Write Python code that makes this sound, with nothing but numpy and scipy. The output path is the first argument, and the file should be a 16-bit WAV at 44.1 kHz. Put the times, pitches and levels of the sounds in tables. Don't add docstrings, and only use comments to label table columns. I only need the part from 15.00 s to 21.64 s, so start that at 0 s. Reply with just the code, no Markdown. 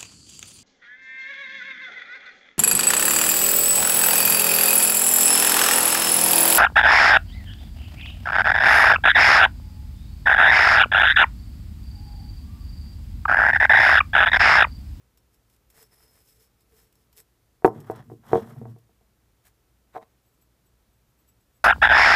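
import sys
import numpy as np
from scipy import signal
from scipy.fft import rfft, irfft
from scipy.io import wavfile
from scipy.ndimage import uniform_filter1d

SR = 44100
rng = np.random.default_rng(int(sys.argv[2]) if len(sys.argv) > 2 else 0)


def transcribe(signal):
    frames = np.atleast_2d(signal).T
    limited = np.clip(frames, -1, 1)
    pcm = np.round(limited * 32767).astype(np.int16)
    wavfile.write(sys.argv[1], SR, pcm)


N = 292824
T = np.arange(N) / SR


def amp(db):
    return 10 ** (np.asarray(db) / 20)


def unit(x):
    return x / np.sqrt(np.mean(x ** 2) + 1e-20)


def read(points, hz):
    f, value = np.transpose(points)
    return np.interp(np.log(hz + 1), np.log(f), value)


def add(mix, s, sound):
    part = mix[round(s * SR):][:len(sound)]
    part += sound[:len(part)]


def colour(x, points):
    return irfft(rfft(x) * amp(read(points, np.fft.rfftfreq(len(x), 1 / SR))), len(x))


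def ring(x, modes):
    return sum(amp(db) * signal.lfilter(*signal.iirpeak(hz, hz / width, SR), x)
               for hz, width, db in modes)


def tail(t60, size):
    hz, t, bands = signal.stft(rng.choice([-1., 1.], size), SR, nperseg=256)
    decay = amp(-60 * t / read(t60, hz)[:, None])
    out = signal.istft(bands * decay, SR, nperseg=256)[1][:size]
    return out / np.linalg.norm(out)


def friction(slips_per_s, smooth, patchy_db):
    slips = rng.standard_normal(N) * (rng.random(N) < slips_per_s / SR)
    grip = unit(uniform_filter1d(uniform_filter1d(rng.standard_normal(N), size=400), size=300))
    return unit((unit(slips) + smooth * rng.standard_normal(N)) * amp(patchy_db * grip))


def strokes(rows, lean, bluntness, column=2):
    out = np.zeros(N)
    for row in rows:
        s, half = row[:2]
        span = slice(*np.searchsorted(T, [s - 8 * half, s + 8 * half]))
        away = np.maximum((s - T[span]) / lean, (T[span] - s) * lean) / half
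        out[span] += amp(row[column]) * np.exp(-away ** bluntness)
    return out


# (frequency [Hz], gain [dB])
AIR_TONE = [(12, -66.5), (20, -34), (41, -8), (59, -1), (85, -11), (118, -4), (144, -12.5), (413, -17.5),
            (610, -22), (2810, -30.5), (7030, -33), (8080, -33.5), (10400, -34), (12600, -31.5),
            (15300, -35)]
# (frequency [Hz], level [dB])
HUM = [(59.3, -72.5), (119, -81.5), (1311, -92), (1531, -97.5)]


def room_tone(air_db=-67):
    hum = sum(amp(db) * np.sqrt(2) * np.sin(2 * np.pi * (hz * T + rng.random())) for hz, db in HUM)
    return amp(air_db) * unit(colour(rng.standard_normal(N), AIR_TONE)) + hum


# (time [s], level [dB], decay [s])
TICKS = [(.174, -54, .0068), (.4995, -61, .0035), (.563, -63, .003), (.701, -50, .008), (.862, -62, .01),
         (1.6059, -62, .0072), (1.926, -63, .0034), (1.9543, -57, .004), (2.128, -55, .006),
         (2.646, -44, .012), (2.6582, -41.5, .011), (2.803, -51, .007), (2.9094, -52, .008),
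         (2.959, -56, .0064), (3.784, -64, .01)]
# (first slip [s], last slip [s], first level [dB], last level [dB], decay [s])
CREAK = (2.167, 2.202, -51, -43, .001)


def snags(tick_db=-2, creak_slips=7):
    out = np.zeros(N)
    t = T[:SR // 8]
    for s, db, decay in TICKS:
        add(out, s, amp(db + tick_db) * np.exp(-t / decay))
    first_s, last_s, first_db, last_db, decay = CREAK
    for s, db in np.linspace((first_s, first_db), (last_s, last_db), creak_slips):
        add(out, s, amp(db) * np.exp(-t / decay))
    return out


# (time [s], half length [s], hiss [dB], palm drag [dB], free ring of the glass [dB], neck air [dB])
RUBS = [(.345, .02, -71, -92, -81, -90), (.535, .035, -70, -90, -86, -84), (.775, .03, -61, -60, -69, -70),
        (.823, .025, -57.5, -63, -61, -60.5), (.94, .022, -66, -65, -64, -77),
        (1.03, .06, -66, -68, -66, -78), (1.17, .055, -65, -70, -68, -80), (1.305, .05, -62, -95, -68, -82),
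        (1.425, .045, -63.5, -84, -73, -66.5), (1.612, .02, -82, -90, -75, -85),
        (1.8, .075, -63.5, -70, -77, -66), (2.01, .05, -74, -88, -85, -85),
        (2.192, .024, -56, -65, -66, -61.5)]
# (frequency [Hz], gain [dB])
SKIN_TONE = [(300, -10), (1000, -5.5), (2000, -3), (3200, -2.5), (5500, -3), (7000, -1), (9000, -1.5),
             (12500, 0.5), (15000, -1)]
PALM_TONE = [(100, 2.5), (300, 2), (700, 5), (1100, 1), (1500, 1.5), (2000, 4.5), (2700, -9.5), (6000, -15)]
# (frequency [Hz], width [Hz], gain [dB])
SIDE_WALL = [(5184, 45, 0.5), (9706, 52, -8.5), (13790, 60, -11)]
SHOULDER = [(5426, 20, 4), (7693, 30, -6), (8060, 40, -2), (11106, 36, -4), (11490, 19, 0), (11720, 26, -4),
            (12330, 26, -1)]
NECK_AIR = [(443, 40, 0)]


def hand_on_large_bottle(wall_db=-1, shoulder_db=9.5, free_db=10, neck_db=1.5):
    hiss_gain, palm_gain, free_gain, neck_gain = (
        strokes(RUBS, lean=1.15, bluntness=1.6, column=c) for c in (2, 3, 4, 5))
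    touch = hiss_gain + strokes(SHOVES, lean=.9, bluntness=1.5, column=4) + snags()
    skin = unit(colour(friction(slips_per_s=3500, smooth=.6, patchy_db=1.5), SKIN_TONE))
    wall = amp(wall_db) * unit(ring(skin, SIDE_WALL)) * free_gain
    shoulder = ring(skin * (amp(shoulder_db) * touch + amp(free_db) * free_gain), SHOULDER)
    drag = friction(slips_per_s=1210, smooth=.3, patchy_db=-1)
    palm = unit(colour(drag, PALM_TONE)) * palm_gain
    neck = amp(neck_db) * unit(ring(ring(drag, NECK_AIR), NECK_AIR)) * neck_gain
    return skin * touch + wall + shoulder + palm + neck


# (frequency [Hz], level [dB], t60 [s])
SHELF_MODES = [(116, -18, 0.38), (139, -14.5, 0.054), (211, -24, 0.41), (242, -19, 0.33), (318, -14, 0.14),
               (370, -6.5, 0.08), (402, -15, 0.15), (426, -10, 0.089), (456.8, -4, 0.135),
               (553, -16.5, 0.139), (592, -17, 0.075), (655, -4.5, 0.11), (715, 4, 0.045),
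               (746, -8.5, 0.12), (887, -8, 0.051), (905, -6, 0.068), (962, -16, 0.097),
               (1030, -11.5, 0.15), (1120, -12, 0.2), (1278, -8.5, 0.065), (1390, -21, 0.074),
               (1469, -14, 0.13), (1615, -12, 0.1), (1900, -6.5, 0.058)]


def board(t, force_db, spot_hz, spot_db, spot_octaves=.4, top_hz=2200):
    hz, db, t60 = np.transpose(SHELF_MODES)[:, :, None]
    favour_db = spot_db * np.exp(-(np.log2(hz / spot_hz) / spot_octaves) ** 2)
    fall_db_per_s = 60 / t60 + 750 * amp(force_db) * hz / 1000
    modes = amp(db + favour_db - fall_db_per_s * t) * np.cos(2 * np.pi * hz * t)
    return signal.sosfilt(signal.butter(4, top_hz, fs=SR, output="sos"), modes.sum(axis=0))


# (frequency [Hz], t60 [s])
GRAIN_TONE = [(60, -22), (130, -20), (270, -13), (400, -5.5), (900, -3.5), (1500, -3), (2400, -2),
              (3300, -6), (5000, -8.5), (12000, -0.5)]
GRAIN_T60 = [(100, .12), (500, .08), (2000, .07), (10000, 0.037)]
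# (frequency [Hz], width [Hz], gain [dB])
CLACK = [(3330, 250, -9.5), (3950, 270, -18), (5413, 900, -21)]


def contact(force_db, hard_hz, spot_hz, spot_db, grain_db=12):
    t = T[:SR // 2]
    burst = tail(GRAIN_T60, size=len(t))
    grain = colour(burst, GRAIN_TONE) * (t < t[-1] / 2)
    wood = board(t, force_db, spot_hz, spot_db) + amp(grain_db) * grain
    push_time = 2 * np.pi * hard_hz * t[:SR // 50]
    push = push_time * np.exp(-push_time)
    thud = amp(force_db) * signal.fftconvolve(wood, push / push.sum())[:len(t)]
    return thud + amp(force_db) ** 1.4 * ring(burst, CLACK)


# (time [s], force [dB], hardness [Hz], band the spot favours [Hz], its boost [dB],
# delay of the second edge [s])
KNOCKS = [(2.6222, -50, 824, 600, 2, .011), (2.646, -7, 790, 353, 9.5, .0128),
          (2.6513, -10.5, 650, 942, 9, .0253), (2.8986, -20, 470, 474, 5, .0118),
          (2.917, -32.5, 650, 420, 0, .008), (3.0993, -45, 850, 890, 1, .02),
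          (3.1165, -35, 260, 330, 17.5, .0195), (3.3156, -25, 300, 455, 1, .009),
          (3.3315, -8.5, 550, 487, 6, .0133), (3.3555, -11.5, 420, 540, 5.5, .0219),
          (3.562, -49, 520, 900, 4, .008), (3.6147, -44, 480, 510, 16.5, .0143),
          (3.654, -41, 750, 900, 3.5, .009), (3.688, -30, 124.7, 116.6, 15, .009),
          (3.762, -48, 400, 345, 6.5, .015), (3.893, -54, 330, 250, 11, .015),
          (4.011, -55, 360, 230, 9, .014), (4.95, -48, 1240, 600, 12, .004),
          (4.958, -42, 1300, 810, 9, .0105), (4.9647, -37, 1200, 690, 8, .0152),
          (5.0139, -60, 1210, 620, 9, .006), (5.0263, -58.5, 1100, 703, 7, .007)]


def knocks(second_edge_db=-8.5, second_edge_hz=1500, null_hz=250, null_width_hz=100, radiate_hz=105):
    out = np.zeros(N)
    dull = signal.butter(1, second_edge_hz, fs=SR)
    for s, force_db, hard_hz, spot_hz, spot_db, second_edge_s in KNOCKS:
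        blow = contact(force_db, hard_hz, spot_hz, spot_db)
        add(out, s, blow)
        add(out, s + second_edge_s, amp(second_edge_db) * signal.lfilter(*dull, blow))
    out = signal.lfilter(*signal.iirnotch(null_hz, null_hz / null_width_hz, SR), out)
    out = out - 2 * ring(out, [(950, 540, 0)])
    return signal.sosfilt(signal.butter(2, radiate_hz, "high", fs=SR, output="sos"), out)


# (time [s], half length [s], scrape [dB], shudder [dB], grip [dB])
SHOVES = [(2.77, .06, -57.5, -39.5, -69), (2.885, .05, -57, -48, -68), (2.98, .042, -51.5, -44, -70),
          (3.11, .06, -80, -47, -71), (3.285, .035, -53, -52, -64), (3.365, .06, -44, -35, -59),
          (3.5, .05, -57, -46, -65), (3.6, .05, -62, -39, -73), (3.7, .04, -67, -43, -72)]
# (frequency [Hz], gain [dB])
SCRAPE_TONE = [(150, -15.5), (300, -0.5), (450, 1), (800, 7.5), (1200, 4), (1900, -0.5), (2400, -14),
               (3400, -16), (4300, -22), (6000, -29)]
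# (frequency [Hz], width [Hz], gain [dB])
SHUDDER = [(119.57, 25, 0), (144.9, 23.3, -2.5), (190.2, 23, -7), (220.2, 24, -3)]


def shoves(wood_slips, chatter_db=-29.5):
    drag = strokes(SHOVES, lean=1.05, bluntness=1.7)
    scrape = unit(colour(wood_slips, SCRAPE_TONE)) * drag
    judder = friction(slips_per_s=330, smooth=.35, patchy_db=2.5)
    shake = strokes(SHOVES, lean=.8, bluntness=1.8, column=3)
    shudder = unit(ring(ring(judder, SHUDDER), SHUDDER)) * shake
    chatter = amp(chatter_db) * ring(wood_slips * (drag / drag.max()) ** 2, CLACK)
    return scrape + shudder + chatter


# (time [s], half length [s], hiss [dB])
REACH = [(4.466, .024, -61)]


def finger_brush(palm_db=-6):
    slips = friction(slips_per_s=2000, smooth=.97, patchy_db=1.5)
    skin = unit(colour(slips, SKIN_TONE)) + amp(palm_db) * unit(colour(slips, PALM_TONE))
    return skin * strokes(REACH, lean=.85, bluntness=2.4)


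# (time [s], half length [s], hiss [dB])
FINGER_SLIPS = [(4.955, .025, -70), (5.265, .04, -74), (5.335, .015, -75), (5.422, .012, -65),
                (5.662, .01, -70), (5.94, .04, -79), (6.105, .01, -75), (6.195, .018, -70),
                (6.287, .014, -65), (6.41, .012, -73), (6.56, .03, -75)]
# (frequency [Hz], width [Hz], gain [dB])
SMALL_GLASS = [(7885, 42, 23), (12350, 60, 22), (13200, 80, 16), (13900, 70, 14)]


def hand_on_small_bottle(gain_db=-5):
    skin = unit(colour(friction(slips_per_s=3500, smooth=.6, patchy_db=1.5), SKIN_TONE))
    hiss = amp(gain_db) * skin * strokes(FINGER_SLIPS, lean=.8, bluntness=1.6)
    return hiss + ring(hiss, SMALL_GLASS)


# (frequency [Hz], gain [dB])
SCUFFS = [(4.961, .022, -47.5), (5.027, .013, -57)]
SCUFF_TONE = [(100, -12), (215, 5), (350, -3), (700, 5.5), (1300, -2.5), (2100, -6.5), (2800, -18),
              (3400, -18), (3900, -13), (4600, -23.5), (9000, -28.5)]


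def scuffs(wood_slips):
    return unit(colour(wood_slips, SCUFF_TONE)) * strokes(SCUFFS, lean=1.05, bluntness=2.8)


# (frequency [Hz], t60 [s])
ROOM_T60 = [(100, 0.811), (250, .55), (700, 0.35), (2000, 0.17), (10000, 0.067)]


def room(x, wet_db=-26):
    return x + amp(wet_db) * signal.fftconvolve(x, tail(ROOM_T60, size=SR))[:N]


def scene():
    shelf = knocks()
    wood_slips = friction(slips_per_s=900, smooth=.99, patchy_db=-2.5)
    shelf += shoves(wood_slips) + scuffs(wood_slips)
    hand = hand_on_large_bottle() + finger_brush() + hand_on_small_bottle()
    return (room(shelf + hand) + room_tone())[None]


def record(dry, edge_hz=15450):
    rounded = dry / (1 + dry ** 6) ** (1 / 6)
    low_pass = signal.firwin(511, edge_hz, window=("kaiser", 9), fs=SR)
    return signal.oaconvolve(rounded, low_pass[None], "same")


dry = scene()
out = record(dry)
transcribe(out)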